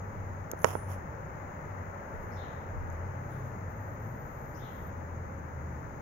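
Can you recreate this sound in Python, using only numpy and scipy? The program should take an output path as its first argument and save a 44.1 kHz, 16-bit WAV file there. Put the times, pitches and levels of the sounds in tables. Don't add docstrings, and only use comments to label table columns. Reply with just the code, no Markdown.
import sys
import numpy as np
from scipy import signal
from scipy.fft import rfft, irfft, next_fast_len
from scipy.io import wavfile
from scipy.ndimage import map_coordinates

SR = 44100
rng = np.random.default_rng(int(sys.argv[2]) if len(sys.argv) > 2 else 0)


def unload_wav(signal):
    wavfile.write(
        sys.argv[1],
        SR,
        np.round(np.clip(np.atleast_2d(signal).T, -1, 1) * 32767).astype(np.int16),
    )


N = 265217


def traffic(rumble_db=-45, growth_db_per_s=0.25, roar_db=-49.5, car_db=-50, nearest_s=2.18, half_pass_s=1.28):
    # pitch_hz, level_db
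    rumble_colour = [(12, -41), (20, -23), (43, -11), (59, -7.5), (76, -3), (91, 0.5), (114, -5.5),
                     (145, -4.5), (255, -13.5), (400, -19.5), (520, -26.5), (880, -120)]
    roar_colour = [(150, -6), (250, -7), (285, -4), (313, -4.5), (352, -3), (473, 2), (571, 4), (706, -3),
                   (853, 1), (1090, -5), (1350, -5), (2020, -10), (3160, -35), (4200, -59), (5460, -51.5),
                   (9240, -120)]
    rumble = amp(rumble_db + growth_db_per_s * since(0) + 0.97 * wobble(5.9)) * outdoors(rumble_colour)
    car_distance = np.hypot(1, since(nearest_s) / half_pass_s)
    roar_gain = np.hypot(amp(roar_db), amp(car_db) / car_distance)
    return rumble + roar_gain * amp(0.13 * wobble(4.35)) * outdoors(roar_colour)


def engines(drift_rad=0.43, waver_db=2.0, fade_s=0.13):
    # start_s, end_s, start_hz, end_hz, level_db
    hums = [(0.0, 0.012, 93, 96.7, -42), (0.245, 0.382, 94.8, 96.2, -42.5), (0.684, 0.97, 95, 96, -42),
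            (1.4, 1.844, 94.55, 94.7, -46.5), (2.35, 2.81, 88.06, 90.8, -47.5),
            (2.779, 3.42, 78.3, 100.1, -44), (3.044, 3.475, 126.7, 130.9, -45),
            (3.601, 4.12, 97, 109.9, -44), (4.094, 4.653, 134, 130.8, -51.5), (4.978, 5.75, 87, 76, -42.5),
            (5.353, 5.795, 132, 126.7, -50)]
    out = np.zeros(N)
    for start, end, start_hz, end_hz, db in hums:
        hz = np.interp(since(0), [start, end], [start_hz, end_hz])
        phase = 2 * np.pi * np.cumsum(hz) / SR + drift_rad * wobble(14)
        gain = during(start, end, fade_s) * amp(db + waver_db * wobble(9))
        out += gain * np.sqrt(2) * np.sin(phase)
    return out * pan(1.8)


def birds(rasp_hz=400, rasp_at_hz=3500, shakes_per_s=1300, direct_db=-6, echo_db=1.0):
    # start_s, length_s, start_hz, end_hz, relative_level_db, left_minus_right_db
    chirps = [(0.701, .12, 10170, 9570, -56.5, -2), (2.308, 0.032, 4300, 6000, -68, 12.5),
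              (2.356, 0.077, 3595, 3765, -59, 8), (2.408, 0.054, 3460, 2950, -61.5, 5),
              (3.29, 0.066, 3330, 3700, -73, 4), (3.3, 0.04, 10500, 10000, -73, -9),
              (4.533, 0.04, 4420, 6250, -69, 11), (4.555, 0.061, 2690, 3400, -68, 6),
              (4.591, 0.075, 3404, 3720, -61.5, 7), (4.631, 0.067, 3430, 2890, -62, 7)]
    calls = np.zeros((2, N))
    for start, length, start_hz, end_hz, db, lean_db in chirps:
        progress = np.linspace(0, 1, int(length * SR))
        depth_hz = rasp_hz * (start_hz / rasp_at_hz) ** 0.5
        shake = np.tanh(wobble(shakes_per_s)[:len(progress)])
        hz = start_hz + (end_hz - start_hz) * progress + depth_hz * shake
        note = np.sin(np.pi * progress) * np.sin(2 * np.pi * np.cumsum(hz) / SR)
        add(calls, start, amp(db) * pan(lean_db) * note)
    return amp(direct_db) * calls + amp(echo_db) * yard_echo(calls)


def knocks(left_delay_s=0.00075, low_cut_hz=230):
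    # pitch_hz, width_hz (wider dies sooner), relative_level_db
    case_tones = [(457, 30, 1), (518, 59, 6), (640, 68, 4.5), (905, 140, 9), (1060, 190, -3),
                  (1375, 200, 6), (1870, 250, 0.5), (2740, 310, -15.5), (5460, 1240, -16.5),
                  (6700, 790, -17.5), (10100, 1300, -14.5)]
    # start_s, right_peak_db, brightness_hz, left_minus_right_db
    contacts = [(0.535, -19.5, 440, -18), (0.6448, 0, 8500, -12), (0.6464, -2.5, 1140, -54),
                (0.6539, -12.5, 1500, -14), (0.7533, -12.5, 850, -41)]
    out, t = np.zeros((2, N)), np.arange(SR // 16) / SR
    ring = sum(amp(db) * width * np.exp(-np.pi * width * t) * np.sin(2 * np.pi * hz * t)
               for hz, width, db in case_tones)
    ring = signal.lfilter(*signal.butter(1, low_cut_hz, 'high', fs=SR), ring)
    for start, db, bright_hz, lean_db in contacts:
        blow = signal.lfilter(*signal.butter(2, bright_hz, fs=SR), ring)
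        blow = amp(db) * blow / np.abs(blow).max()
        add(out[1:], start, blow)
        add(out[:1], start + left_delay_s, amp(lean_db) * blow)
    return out


def ticks(rise_s=0.0004):
    # start_s, relative_level_db, left_minus_right_db
    touches = [(0.5153, -23, -9), (0.591, -45, -20), (0.619, -41.5, -13), (0.633, -41, -22),
               (2.901, -54, 0), (2.928, -53, 2)]
    # pitch_hz, gain_db
    colour = [(1500, -9), (4000, -21), (5200, -21), (6400, -2), (8300, -22), (10000, -13), (12000, -1),
              (14000, -16), (16000, -16)]
    out, age = np.zeros((2, N)), np.arange(SR // 100) / SR / rise_s
    shape = (age * np.exp(1 - age)) ** 3
    for start, db, lean_db in touches:
        burst = rng.standard_normal((2, len(age))) * shape
        add(out, start, amp(db + 5) * pan(lean_db) * burst)
    return filtered(out, lambda hz: amp(along(colour, hz)))


def case_slides(grain_db=2.5, squeak_above_hz=9000):
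    # peak_s, rise_s, fall_s, level_db, extra_squeak_db
    strokes = [(0.62, 0.023, 0.033, -71.5, 22), (0.673, 0.022, 0.059, -38.5, -3),
               (0.92, 0.025, 0.027, -47, -0.5)]
    # pitch_hz, level_db
    colour = [(200, -8.5), (500, -8), (1050, -4.5), (2000, -18), (3100, -21.5), (4200, -40), (5500, -24),
              (7200, -30.5), (8400, -38), (10300, -18), (11700, -21), (13500, -27), (15500, -26)]
    friction = unit(noise(colour) * amp(grain_db * wobble(500)))
    squeak = filtered(friction, lambda hz: hz > squeak_above_hz)
    return pan(-10.5) * sum(amp(db) * swell(peak, rise, fall) * (friction + (amp(squeak_db) - 1) * squeak)
                            for peak, rise, fall, db, squeak_db in strokes)


def screen_glides(catch_db=1.5):
    # peak_s, rise_s, fall_s, level_db
    strokes = [(2.22, 0.15, 0.36, -71), (3.38, 0.15, 0.19, -69)]
    # pitch_hz, level_db
    colour = [(3500, -18), (4500, -19), (8500, -23), (10500, -16), (12100, 2), (13000, -4), (15500, -6.5)]
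    gain = sum(amp(db) * swell(peak, rise, fall) for peak, rise, fall, db in strokes)
    return gain * amp(catch_db * wobble(45)) * pan(-2.5) * noise(colour)


def whine(pitch_hz=13500, sharp_hz=380, settle_s=0.14, flutter_hz=100, wander_hz=35, growth_db_per_s=3):
    # start_s, end_s, start_level_db
    spans = [(3.706, 3.95, -69.5), (4.01, 4.88, -67)]
    gain = sum(during(start, end, fade_s=0.025) * amp(db + growth_db_per_s * since(start))
               for start, end, db in spans)
    age_s = np.maximum(since(spans[0][0]), 0)
    centre_hz = pitch_hz + sharp_hz * np.exp(-age_s / settle_s) + wander_hz * wobble(12)
    hz = centre_hz + flutter_hz * np.array([wobble(600), wobble(600)])
    return gain * amp(1.1 * wobble(70)) * pan(-7.5) * np.sin(2 * np.pi * np.cumsum(hz, axis=1) / SR)


def draught(level_db=-56, unrest_db=1.0):
    # peak_s, level_db
    puffs = [(0.17, -47), (2.17, -47.5), (2.77, -41)]
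    # pitch_hz, level_db
    colour = [(8, -26), (18, -4), (40, 2.5), (70, -10), (150, -34), (400, -89)]
    puff_gain = sum(amp(db) * swell(peak, rise_s=0.039, fall_s=0.12) for peak, db in puffs)
    return (amp(level_db + unrest_db * wobble(2.7)) + puff_gain) * noise(colour)


def hiss(level_db=-70.0):
    # pitch_hz, level_db
    colour = [(2000, -44), (3500, -5), (5500, -7.5), (6700, -4.5), (7500, -15), (8600, -26.5),
              (10000, -15.5), (12000, -4.5), (15500, -1.5)]
    return amp(level_db + 0.44 * wobble(3.16)) * pan(1.6) * noise(colour)


def outdoors(colour):
    # pitch_hz, side_minus_middle_db
    width = [(60, -22), (99, -11), (160, -18.5), (270, -11.5), (450, -6.5), (740, 0), (1220, 3.5),
             (2010, -3), (3330, 1), (5500, 14), (9080, 10.5), (15000, -7)]
    # pitch_hz, left_minus_right_db
    lean = [(60, 0), (270, 2), (450, -1.5), (740, 2.5), (1220, 4.5), (2000, 8.5), (3300, 3.5)]
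    middle, side = noise(colour)
    side = filtered(side, lambda hz: amp(along(width, hz)))
    stereo = np.array([middle + side, middle - side])
    return filtered(stereo, lambda hz: amp(np.outer([1, -1], along(lean, hz)) / 2))


def yard_echo(x):
    # pitch_hz, fade_s
    fade_times = [(500, 0.58), (3500, 0.67), (10000, 0.45)]
    hz, t, spectrum = signal.stft(rng.standard_normal((2, SR // 2)), SR, nperseg=256)
    fade = amp(-60 * t / along(fade_times, hz)[:, None])
    tail = signal.istft(spectrum * fade, SR, nperseg=256)[1]
    return signal.fftconvolve(x, tail / np.linalg.norm(tail[0]), axes=1)[:, :N]


def amp(db):
    return 10 ** (np.asarray(db) / 20)


def unit(x):
    return x / np.sqrt(np.mean(x ** 2) + 1e-20)


def along(points, hz):
    pitches, values = np.transpose(points)
    return np.interp(np.log(hz + 1), np.log(pitches + 1), values)


def since(start_s):
    return np.arange(N) / SR - start_s


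def during(start_s, end_s, fade_s):
    return np.clip(1 + np.minimum(since(start_s), -since(end_s)) / fade_s, 0, 1)


def swell(peak_s, rise_s, fall_s, roundness=1.15):
    t = since(peak_s)
    return np.exp(-np.abs(t / np.where(t < 0, rise_s, fall_s)) ** roundness)


def wobble(per_s):
    return map_coordinates(rng.standard_normal(int(N * per_s / SR) + 4), [np.arange(N) * per_s / SR])


def filtered(x, response):
    n = x.shape[-1]
    padded = next_fast_len(n + 8192)
    return irfft(rfft(x, padded) * response(np.fft.rfftfreq(padded, 1 / SR)), padded)[..., :n]


def noise(colour):
    return unit(filtered(rng.standard_normal((2, N)), lambda hz: amp(along(colour, hz))))


def pan(lean_db):
    return amp(np.array([[lean_db], [-lean_db]]) / 2)


def add(track, start_s, sound):
    part = track[:, round(start_s * SR):][:, :sound.shape[-1]]
    part += sound[..., :part.shape[-1]]


def scene():
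    outside = traffic() + engines() + birds() + whine() + draught()
    finger = knocks() + ticks() + case_slides() + screen_glides()
    return outside + finger + hiss()


def record(dry, ring_hz=6620, width_hz=600, ring_db=18, top_hz=15830):
    hollow = lambda hz: 1 + amp(ring_db) * 1j * hz * width_hz / (ring_hz**2 - hz**2 + 1j * hz * width_hz)
    left = filtered(dry[0], hollow)
    return filtered(np.array([left, dry[1]]), lambda hz: hz < top_hz)


dry = scene()
out = record(dry)
unload_wav(out)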